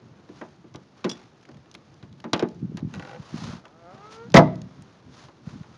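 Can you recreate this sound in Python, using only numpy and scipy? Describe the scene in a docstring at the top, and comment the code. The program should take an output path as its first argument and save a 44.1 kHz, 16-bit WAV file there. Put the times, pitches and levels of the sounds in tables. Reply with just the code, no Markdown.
"""The steel trunk lid of an old car slams on a quiet driveway, heard from a hand-held camera an arm's length away.
Lid, latch and panels are struck modes and band-shaped noise; the slam is loud enough to clip the microphone.
Before it, fittings knock and clink, the lid's stay creaks in stick-slip bursts and the hinge squeaks upward
as a stack of harmonics. A sleeve rustles and the hand bumps the camera, as shaped noise and damped swings.
Filtered noise makes the outdoor air; the car's sounds also pass through a faint noise echo of the yard."""
import sys
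import numpy as np
from scipy import signal
from scipy.fft import rfft, irfft, next_fast_len
from scipy.io import wavfile
from scipy.ndimage import uniform_filter1d

SR = 44100
rng = np.random.default_rng(int(sys.argv[2]) if len(sys.argv) > 2 else 0)


def waveform_to_disk(signal):
    """Save audio, clipped to [-1, 1], as 16-bit WAV at the path in sys.argv[1]."""
    frames = np.transpose(np.atleast_2d(signal))
    scaled = np.clip(frames, -1, 1) * 32767
    samples = np.round(scaled).astype(np.int16)
    wavfile.write(sys.argv[1], SR, samples)


N = 254627
T = np.arange(N) / SR  # scene time [s]
AGE = np.arange(32768) / SR  # time since a blow [s]
CENTRES = 62.5 * 2 ** (np.arange(16) / 2)  # half-octave band centres [Hz]

# Table levels are relative: the functions trim and filter them further.
# Blows of the slam, in turn: latch meets striker, lid lands, latch snaps, lid seats:
# (time [s], boom [dB], clang [dB], crack [dB], push time constant [s])
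SLAM_BLOWS = [(4.3414, -18.5, -9, -16, 0.00028), (4.3457, -1.5, -4.5, -28.5, 0.00078),
              (4.361, -22.5, -23, -15.5, .0003), (4.3678, -3.5, -3, -14.5, 0.00018),
              (4.3697, -7, -5, -19, 0.00029), (4.3785, -6.5, -11.5, -31, .002)]
# Steel latch and striker modes: (frequency [Hz], level [dB], t60 [s])
LATCH_MODES = [(1631, -4.5, 0.061), (1933, -1.5, .08), (1987, 1, .08), (2240, -9.5, 0.06), (3300, -7, 0.06),
               (3630, -7.5, 0.033), (3810, -6.5, 0.063), (4290, -9.5, 0.034), (5860, -8.5, 0.033),
               (5860, -11, .04)]
# Trapped air and skin of the lid, booming as it lands: (frequency [Hz], level [dB], t60 [s])
BOOM_MODES = [(166.6, 1, 0.11), (226.4, -2, 0.1), (315, -8, .04), (550, -5, 0.1), (740, -12.5, 0.017)]
# Lid and hollow trunk, ringing once seated: (frequency [Hz], level [dB], t60 [s])
LID_MODES = [(60, -32, .6), (91, -26, 0.63), (120.3, -15.5, 0.65), (152.7, -3.5, 0.46), (167.7, -18, 0.17),
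             (184.5, -8.5, 0.47), (230, -17.5, 0.42), (258, -6.5, 0.38), (306, -15.5, 0.45),
             (312, -3, 0.22), (352, -17, .2), (360, -18, 0.42), (376, -12, 0.26), (403, -13.5, 0.27),
             (424, -16, 0.16), (535, -17.5, .33), (518, -15.5, 0.12), (546, -16.5, 0.11), (620, -10, 0.24),
             (630, -8.5, 0.38), (649, -5.5, .15), (677, -0.5, 0.22), (734, -10, 0.21), (790, -15.5, 0.14),
             (857, -11.5, 0.11), (982, -12.5, 0.22), (1186, -14, 0.091), (1234, -21.5, 0.22),
             (1550, -22, 0.2), (2046, -14, 0.14)]
# Fade of the countless fine panel modes: (frequency [Hz], t60 [s])
PANEL_FADE = [(100, 0.13), (300, 0.18), (800, 0.23), (2000, 0.083), (5000, 0.084), (12000, 0.0082)]
LANDS_S, SEATS_S = 4.3443, 4.368  # starts of the boom and of the lid's ring

# Hinge squeak, low register: (time [s], slip rate [Hz], level [dB])
LOW_SQUEAK = [(3.64, 128.5, -52), (3.68, 135, -60), (3.74, 157.8, -57), (3.80, 168.6, -55),
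              (3.86, 170.5, -47), (3.92, 189.4, -45.5), (3.95, 208, -47), (3.98, 220.7, -57.5),
              (4.03, 230, -66.5)]
# Hinge squeak, about an octave up: (time [s], slip rate [Hz], level [dB])
HIGH_SQUEAK = [(3.93, 369, -61.5), (3.98, 385, -47), (4.04, 417, -43.5), (4.10, 436, -50.5),
               (4.16, 449, -45.5), (4.22, 461, -41.5), (4.26, 471, -46.5), (4.30, 504, -62)]
# Resonances of the hinge: (frequency [Hz], gain [dB])
HINGE_RESPONSE = [(150, -14), (230, -6), (330, -4.5), (410, -5), (460, 2), (570, 3), (720, 6), (900, -8.5),
                  (1080, -12), (1280, 4), (1420, -8.5), (1800, -18.5), (2150, -14.5), (2350, -25),
                  (2700, -27), (5000, -33.5)]

# Creaks of the stay, a short jerk and then a run of slips: (start [s], length [s], first gap [s],
# level [dB], level change [dB per s], brightness [dB per octave])
STAY_CREAKS = [(2.939, .032, .0095, -37.5, -450, 3), (2.996, .172, .028, -36, -19, 1)]
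# Ringing of the stay: (frequency [Hz], level [dB], t60 [s])
STAY_MODES = [(507.7, -5, 0.19), (808, -1.5, 0.12), (1120, -29, .05), (1423, -7.5, 0.13), (1510, -3, 0.064),
              (1934, -7, 0.078), (2350, -10.5, 0.079), (2690, -0.5, 0.024), (3930, -5, 0.026)]
SLIP_GAP_RATIO = .91  # each gap over the one before
SLIP_DULLING = 40  # loss of brightness [dB per octave per s]

# Knocks of fittings on the body:
# (time [s], thud [dB], knock [dB], tick [dB], thud centre [Hz])
FITTING_KNOCKS = [(0.290, -37, -55, -56, 300), (0.413, -34, -36.5, -52, 284), (0.643, -41, -59, -76, 298),
                  (0.746, -37, -43.5, -53, 303), (1.043, -31, -29, -31, 247), (1.048, -15, -37.5, -34, 300),
                  (1.487, -39.5, -50.5, -70, 314), (1.744, -40.5, -58, -52, 292),
                  (2.027, -46, -53, -52, 215), (2.241, -36, -38, -45.5, 290),
                  (2.250, -27.5, -45.5, -77, 266), (2.332, -21, -21.5, -15.5, 252),
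                  (2.394, -26.5, -32, -30.5, 276), (2.425, -15, -31, -41.5, 310),
                  (2.771, -41, -42, -42.5, 300), (3.652, -50, -47, -60, 400), (5.285, -48.5, -50, -57, 325),
                  (5.633, -64, -49.5, -61, 302.4)]
# Body modes under a knock: (frequency [Hz], level [dB], t60 before KNOCK_RING [s])
BODY_MODES = [(159.3, 7, 0.23), (183, 11.5, 0.22), (231.8, 4, 0.29), (305, 3, 0.17), (354.2, 3.5, 0.16),
              (446, -17, 0.04), (534, -8, 0.053), (616.3, -9, 0.27), (860, -3, 0.33), (1009, -2.5, 0.22),
              (1186, 1.5, 0.083), (1452, -1, 0.097), (1580, 6, 0.0347), (2520, -15, 0.026),
              (3310, -4, 0.053), (3800, 7.5, 0.018)]
# Fade of the dense body modes: (frequency [Hz], t60 before KNOCK_RING [s])
KNOCK_FADE = [(150, 0.24), (600, 0.21), (2000, 0.13), (5000, 0.032), (12000, 0.035)]
KNOCK_RING = 0.83  # ring time factor of the body while a hand holds the fitting
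# Clinks of loose metal: (time [s], level [dB])
METAL_CLINKS = [(0.76, -54), (1.0935, -28.5), (1.0971, -25), (1.1145, -27.5), (1.132, -42), (4.587, -63),
                (4.618, -65)]
# Ringing of the loose metal: (frequency [Hz], level [dB], t60 [s])
METAL_MODES = [(2830, -10, 0.047), (3370, -3, 0.08), (3470, -1, 0.071), (3570, -19, 0.097),
               (4060, -38, 0.074), (4930, 8.5, 0.014), (4942, -6, 0.056), (5340, -10, 0.054),
               (5680, 1.5, 0.046), (6040, -26, 0.039), (7100, -6.5, 0.047), (8280, -6, .05),
               (8900, -15, .04), (10900, -17, .035)]
# Small dry ticks: (time [s], level [dB], centre [Hz])
DRY_TICKS = [(0.741, -48, 4430), (0.758, -38, 4340), (1.714, -43.5, 5000), (1.7418, -42, 4500),
             (1.75, -34.5, 2700), (2.202, -44, 3180), (2.487, -42, 5160), (2.771, -34, 4700),
             (3.655, -46, 2460), (4.302, -45, 4000), (4.320, -41, 3460), (4.556, -45.5, 4800),
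             (4.617, -39, 4830), (4.822, -39, 7700)]
# Fainter ticks at chance moments while the fittings are handled
STRAY_START_S, STRAY_END_S = .7, 3.7
STRAY_DB, STRAY_SCATTER_DB, STRAY_HZ = -55, 2, 4500
# Loose parts jiggling on: (start [s], length [s], level [dB])
LOOSE_JIGGLES = [(1.12, 0.13, -49.5), (1.427, 0.33, -54), (2.345, 0.081, -45), (2.774, 0.034, -51)]

# Strokes of the sleeve over the jacket:
# (fastest at [s], rise [s], fall [s], level [dB], brightness [dB per octave])
SLEEVE_STROKES = [(.39, 0.1, 0.12, -54, 0.5), (1.12, 0.13, 0.12, -51, -2.5), (2.97, 0.094, 0.58, -50, -1.5),
                  (3.45, 0.17, .08, -40.5, 1), (3.511, 0.068, 0.072, -42, -1.5),
                  (3.95, .06, 0.65, -55.5, -3.5), (4.13, 0.024, 0.039, -47.5, 6.5),
                  (4.8, 0.23, 0.32, -60, -2.5), (5.2, 0.087, 0.088, -47.5, 1), (5.489, .04, 0.14, -50, -.5),
                  (5.75, 0.096, 0.083, -56.5, -2)]
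# Spectrum of rubbing cloth: (frequency [Hz], density [dB per Hz])
CLOTH_SPECTRUM = [(300, 2), (550, 3), (1200, 4), (2200, -5), (4000, -4), (6500, -7.5), (10000, -11),
                  (14000, -29.5)]
SLEEVE_REST_DB = -61  # faint rustle between strokes

# Firm bumps of the hand on the camera: (time [s], level [dB], swing rate [Hz])
CAMERA_BUMPS = [(0.752, -36.5, 127), (2.035, -33.5, 124), (2.336, -22, 133), (2.43, -15, 295),
                (2.629, -18.5, 238), (2.652, -20.5, 187), (2.721, -27.5, 338), (2.750, -24, 240),
                (2.830, -17, 228), (2.849, -14.5, 179), (2.99, -27, 154), (3.2, -27.5, 151),
                (3.343, -21, 265), (3.361, -23.5, 211), (3.445, -23.5, 171), (3.497, -28, 167),
                (3.556, -25.5, 172), (4.617, -26, 170.5), (5.475, -22, 173), (5.611, -26.5, 154)]
# The hand shifts its grip on the camera: (start [s], length [s], level [dB])
GRIP_SHIFTS = [(0, 0.069, -48.5), (2.48, .12, -44), (2.608, .3, -33.5), (2.945, 0.052, -33.5),
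               (3.167, 0.052, -39.5), (3.31, 0.28, -37), (3.925, 0.058, -44.5), (4.218, 0.23, -40),
               (4.627, 0.19, -44.5), (5.407, 0.073, -45), (5.519, 0.089, -36), (5.694, 0.032, -40)]
# Spectrum of the hand's rumble: (frequency [Hz], density [dB per Hz])
HANDLING_SPECTRUM = [(25, -24), (55, -20), (100, -7), (135, 1.5), (200, -7.5), (320, -14.5), (600, -39.5),
                     (2000, -68)]
GRIP_EDGE_S, STILL_HAND_DB = 0.021, -54  # time to tighten or relax; rumble of the hand at rest

# Spectrum of the outdoor air: (frequency [Hz], density [dB per Hz])
AIR_SPECTRUM = [(15, -38), (25, -22), (96, -2.5), (204, 0), (240, -3.5), (342, -1.5), (536, -8.5),
                (1010, -13), (1220, -15), (4690, -30), (5280, -31), (7000, -41), (9100, -69.5),
                (15400, -120)]
AIR_DB = -54.5
# Fade of the yard's echo: (frequency [Hz], t60 [s])
YARD_FADE = [(100, .7), (500, 0.41), (2000, 0.39), (8000, 0.25)]
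# Tone of the microphone: (frequency [Hz], gain [dB])
MICROPHONE_RESPONSE = [(20, -20.5), (70, -1.5), (6400, -4), (7100, -9.5), (7700, -21), (10300, -16.5),
                       (12000, -29), (16000, -39)]
TOP_HZ = 15800  # upper edge of the microphone's band


def slam(modes_db=-3.5, boom_db=-1, latch_db=-2, panel_db=-4, crack_db=-6, crack_t60=0.006,
         seal_db=5, seal_s=4.4, seal_time=0.036):
    """Quick blows of latch and rim shake the panels; the lid booms as it lands and rings once it is seated."""
    out = np.zeros(N)
    for s, boom, clang, crack, push in SLAM_BLOWS:
        tone = [(60, boom - 38), (170, boom - 12), (400, clang - 8), (750, clang - 3), (1400, clang - 9),
                (1900, (clang + crack) / 2), (2700, crack - 6), (3800, crack - 2), (6000, crack - 4),
                (14000, crack - 14)]
        panels = amp(panel_db) * clatter(tone, PANEL_FADE)
        contact_tone = [(300, crack - 14), (3500, crack), (12000, crack - 8)]
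        contact = amp(crack_db) * clatter(contact_tone, [(1000, crack_t60)])
        steel = ring(LATCH_MODES, [(2000, crack + latch_db)])
        # a longer push starts more softly
        onset = 1 - np.exp(-AGE / push)
        add(out, s, (panels + contact + steel) * onset)
    add(out, LANDS_S, low_cut(ring(BOOM_MODES, [(200, boom_db)]), hz=110))
    add(out, SEATS_S, low_cut(ring(LID_MODES, [(200, modes_db)]), hz=45.5))
    # the rubber seal grips the rim and damps the lid as it seats
    free = (1 - np.tanh((T - seal_s) / seal_time)) / 2
    return out * amp(seal_db * (free - .5))


def squeak(rows, waver=0.003, flutter_db=2.5):
    """Regular slips in the hinge, quickening with the swing; the harmonics pass through its resonances."""
    hz, db = curves(rows)
    on = (T > rows[0][0]) & (T < rows[-1][0])
    slip_hz = (hz * (1 + waver * walk(78)))[on]
    harmonic = np.arange(1, 15)[:, None]
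    phase = 2 * np.pi * harmonic * np.cumsum(slip_hz) / SR
    tone = (amp(at(HINGE_RESPONSE, harmonic * slip_hz)) * np.sin(phase)).sum(0)
    out = np.zeros(N)
    out[on] = unit(tone)
    return out * amp(db + flutter_db * walk(27))


def creak(modes_db=-2, grit_db=-10, count=10):
    """The stay sticks and slips, faster, weaker and duller as the load comes off."""
    out = np.zeros(N)
    for start, length, first_gap, first_db, fading, first_tilt in STAY_CREAKS:
        gaps = first_gap * SLIP_GAP_RATIO ** np.arange(count)
        ages = np.append(0, np.cumsum(gaps))
        for age in ages[ages < length]:
            db = first_db + fading * age
            tilt = first_tilt - SLIP_DULLING * age
            tone = [(500, db - tilt), (4000, db + 2 * tilt)]
            grit_tone = [(150, db - 8), (600, db), (2700, db + tilt), (7000, db + 3 * tilt - 4.0)]
            stay = amp(modes_db) * ring(STAY_MODES, tone)
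            grit = amp(grit_db) * clatter(grit_tone, [(500, 0.11), (4000, 0.017)])
            add(out, start + age, stay + grit)
    return out


def knocks(modes_db=-4, dense_db=-5, rise=0.00026, crack_db=-3, crack_t60=0.013, rattle_db=-11, rattle_s=0.0043):
    """Fittings bump the body, each with its own depth and hardness, and chatter briefly."""
    out = np.zeros(N)
    for s, thud, knock, tick, hz in FITTING_KNOCKS:
        tone = [(hz / 4, thud - 42), (hz / 2, thud - 23), (hz, thud), (900, knock), (1800, knock - 2),
                (3800, tick + 1), (6500, tick - 2), (14000, tick - 10)]
        body = amp(modes_db) * ring(BODY_MODES, tone, KNOCK_RING)
        dense = amp(dense_db) * clatter(tone, KNOCK_FADE, KNOCK_RING)
        crack_tone = [(100, knock - 35), (1000, knock - 6), (3800, tick), (12000, tick - 7)]
        crack = clatter(crack_tone, [(1000, crack_t60)])
        onset = 1 - np.exp(-AGE / rise)
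        add(out, s, (body + dense + amp(crack_db) * crack) * onset)
        # three weakening rebounds
        delays = np.cumsum(rng.uniform(.4, 1.6, size=3)) * rattle_s
        for k, delay in enumerate(delays):
            add(out, s + delay, amp(rattle_db - 5.4 * k) * crack)
    return out


def small_metal(clink_db=-3.5, jangle_db=-10, jangle_t60=0.032, tick_db=-1, tick_t60=0.014, count=10):
    """Loose metal clinks with a short jangle; catches tick, the faint ones at chance moments."""
    out = np.zeros(N)
    for s, db in METAL_CLINKS:
        jangle_tone = [(200, db - 12), (2000, db - 7.5), (5000, db), (11000, db), (16000, db - 14)]
        jangle = amp(jangle_db) * clatter(jangle_tone, [(1000, jangle_t60)])
        clink = amp(clink_db) * ring(METAL_MODES, [(3000, db), (8000, db - 1)])
        add(out, s, clink + jangle)
    strays = []
    for _ in range(count):
        stray_s = rng.uniform(STRAY_START_S, STRAY_END_S)
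        strays.append((stray_s, STRAY_DB + STRAY_SCATTER_DB * rng.standard_normal(), STRAY_HZ))
    for s, db, hz in list(DRY_TICKS) + strays:
        tone = [(hz / 16, db - 33.5), (hz / 2, db - 12.5), (hz, db), (hz * 2, db - 6)]
        add(out, s, amp(tick_db) * clatter(tone, [(1000, 2 * tick_t60), (5000, tick_t60)]))
    return out


def jiggle(fall_db=-10, scatter_db=3, t60=0.029, count=9):
    """Tiny contacts at chance moments, weaker as the part comes to rest."""
    out = np.zeros(N)
    tone = [(200, -34), (900, -5.5), (1700, -1.0), (4000, -3), (12000, -8.5)]
    for s, length, db in LOOSE_JIGGLES:
        for share, size in zip(rng.uniform(size=count), rng.standard_normal(count)):
            level = amp(db + fall_db * share + scatter_db * size)
            add(out, s + share * length, level * clatter(tone, [(1000, t60)]))
    return out


def sleeve(grain_db=1.46):
    """Cloth fibres rub: a grainy hiss that swells with each stroke of the arm, dull or bright."""
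    low_power = high_power = amp(SLEEVE_REST_DB) ** 2
    for s, rise, fall, db, tilt in SLEEVE_STROKES:
        speed = swell(s, rise, fall)
        low_power = low_power + (speed * amp(db - 1.7 * tilt)) ** 2
        high_power = high_power + (speed * amp(db + 0.64 * tilt)) ** 2
    hiss = unit(colour(rng.standard_normal(N), CLOTH_SPECTRUM))
    low = signal.sosfilt(signal.butter(1, 2000, fs=SR, output="sos"), hiss)
    rustle = low * np.sqrt(low_power) + (hiss - low) * np.sqrt(high_power)
    return rustle * amp(grain_db * walk(250) + walk(23))


def swell(peak_s, rise_s, fall_s):
    """A bell that rises to 1 and falls again, as the speed of an arm does."""
    width = np.where(T < peak_s, rise_s, fall_s)
    return np.exp(-np.minimum(((T - peak_s) / width) ** 2, 20))


def handling(cycles=0.41, ring_hz=140, ring_db=-12, ring_t60=0.067, rumble_db=-3, lumpy_db=5,
             nudge_db=-4, nudge_hz=200, count=350):
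    """Bumps swing about one cycle and ring the camera case; a shifting grip rumbles and adds small nudges."""
    lead = .02  # room for the swing's rise [s]
    case = amp(ring_db) * np.sin(2 * np.pi * ring_hz * AGE) * fade(ring_t60)[0]

    def bump(hz):
        """One swing, centred lead seconds in, and the ring after it."""
        turns = (AGE - lead) * hz
        swing = np.sin(2 * np.pi * turns) / np.cosh(np.minimum(abs(turns) / cycles, 20))
        return swing + np.roll(case, int(lead * SR))

    grip = np.zeros(N)
    for s, length, db in GRIP_SHIFTS:
        tighten = np.tanh((T - s) / GRIP_EDGE_S)
        relax = np.tanh((T - s - length) / GRIP_EDGE_S)
        grip += amp(db) * (tighten - relax) / 2
    rumble = unit(colour(rng.standard_normal(N), HANDLING_SPECTRUM) * amp(lumpy_db * walk(18)))
    nudges = np.bincount(rng.integers(N, size=count), rng.standard_normal(count), N)
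    bumps = amp(nudge_db) * grip * unit(signal.fftconvolve(nudges, bump(nudge_hz))[:N])
    for s, db, hz in CAMERA_BUMPS:
        add(bumps, s - lead, amp(db) * bump(hz))
    return low_cut(bumps, hz=48) + rumble * (amp(STILL_HAND_DB) + amp(rumble_db) * grip)


def yard(x, wet_db=-24, build=0.027):
    """House front and hedge scatter a faint late echo."""
    tone = [(60, -13), (300, -0.5), (1500, 0.0), (5000, 9), (14000, -10.5)]
    echo = clatter(tone, YARD_FADE) * (1 - np.exp(-AGE / build))
    echo = echo / np.sqrt(np.sum(echo ** 2))
    return x + amp(wet_db) * signal.fftconvolve(x, echo)[:N]


def air():
    """Quiet outdoor background, swelling a little."""
    return unit(colour(rng.standard_normal(N), AIR_SPECTRUM)) * amp(AIR_DB + walk(3.6))


def ring(modes, tone, stretch=1):
    """Struck modes of alternating sign, weighted by the (Hz, dB) tone of the blow."""
    hz, db, t60 = np.transpose(modes)
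    size = amp(db + at(tone, hz)) * (-1) ** np.arange(len(hz))
    return size @ (np.sin(2 * np.pi * hz[:, None] * AGE) * fade(t60 * stretch))


def clatter(tone, t60s, stretch=1):
    """Modes too dense to tell apart: noise that dies band by band."""
    decay = fade(at(t60s, CENTRES) * stretch)
    return amp(at(tone, CENTRES)) @ (bands(len(AGE)) * decay)


def bands(size):
    """Half-octave bands of noise, each at rms 1."""
    hz = np.maximum(np.fft.rfftfreq(size, 1 / SR), 1)
    steps = 2 * np.log2(hz / CENTRES[:, None])
    weights = np.maximum(1 - abs(steps), 0)
    return unit(irfft(rfft(rng.standard_normal(size)) * weights, size))


def fade(t60):
    """Exponential decays that lose 60 dB in t60 seconds, one row for each time."""
    return np.exp(-np.log(1000) * AGE / np.reshape(t60, (-1, 1)))


def colour(x, points):
    """Causal minimum-phase filter with the given (Hz, dB) response."""
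    size = next_fast_len(len(x) + 4096)
    gain = amp(at(points, np.fft.rfftfreq(size, 1 / SR)))
    # folding the cepstrum forward in time makes the filter causal
    cepstrum = irfft(np.log(gain), size)
    cepstrum[1:size // 2] *= 2
    cepstrum[size // 2 + 1:] = 0
    return irfft(rfft(x, size) * np.exp(rfft(cepstrum)), size)[:len(x)]


def low_cut(x, hz):
    """Take away the bass below hz."""
    return signal.sosfilt(signal.butter(3, hz, "high", fs=SR, output="sos"), x)


def walk(rate):
    """Random wander at about rate steps per second, trimmed to the scene's length and then scaled to rms 1."""
    k = int(SR / rate)
    steps = np.repeat(rng.standard_normal(N // k + 1), k)
    smooth = uniform_filter1d(uniform_filter1d(steps, k), k)
    return unit(smooth[:N])


def curves(rows):
    """The columns of a (time [s], ..) table at every sample."""
    s, *columns = np.transpose(rows)
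    return [np.interp(T, s, c) for c in columns]


def at(points, hz):
    """Read (Hz, value) points on a log-frequency axis."""
    f, value = np.transpose(points)
    return np.interp(np.log(np.maximum(hz, 1)), np.log(f), value)


def add(out, s, sound):
    """Mix a sound in at time s."""
    i = int(s * SR)
    out[i:i + len(sound)] += sound[:N - i]


def unit(x):
    """Scale to rms 1."""
    return x / np.sqrt(np.mean(x ** 2, axis=-1, keepdims=True))


def amp(db):
    """Decibels to gain."""
    return 10 ** (np.asarray(db) / 20)


def scene():
    """The car's sounds in the yard, with the nearby sleeve, camera noise and air."""
    fittings = low_cut(knocks() + small_metal() + jiggle() + creak(), hz=124)
    car = slam() + fittings + squeak(LOW_SQUEAK) + squeak(HIGH_SQUEAK)
    return (yard(car, wet_db=-29) + sleeve() + handling() + air())[None]


def record(dry):
    """The microphone is dull above 7 kHz and clips loud peaks; deepest bass and highest treble are cut."""
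    clipped = np.clip(colour(dry[0], MICROPHONE_RESPONSE), -1, 1)
    top_cut = signal.ellip(8, .2, 70, TOP_HZ, fs=SR, output="sos")
    return signal.sosfilt(top_cut, low_cut(clipped, hz=36))[None]


dry = scene()
out = record(dry)
waveform_to_disk(out)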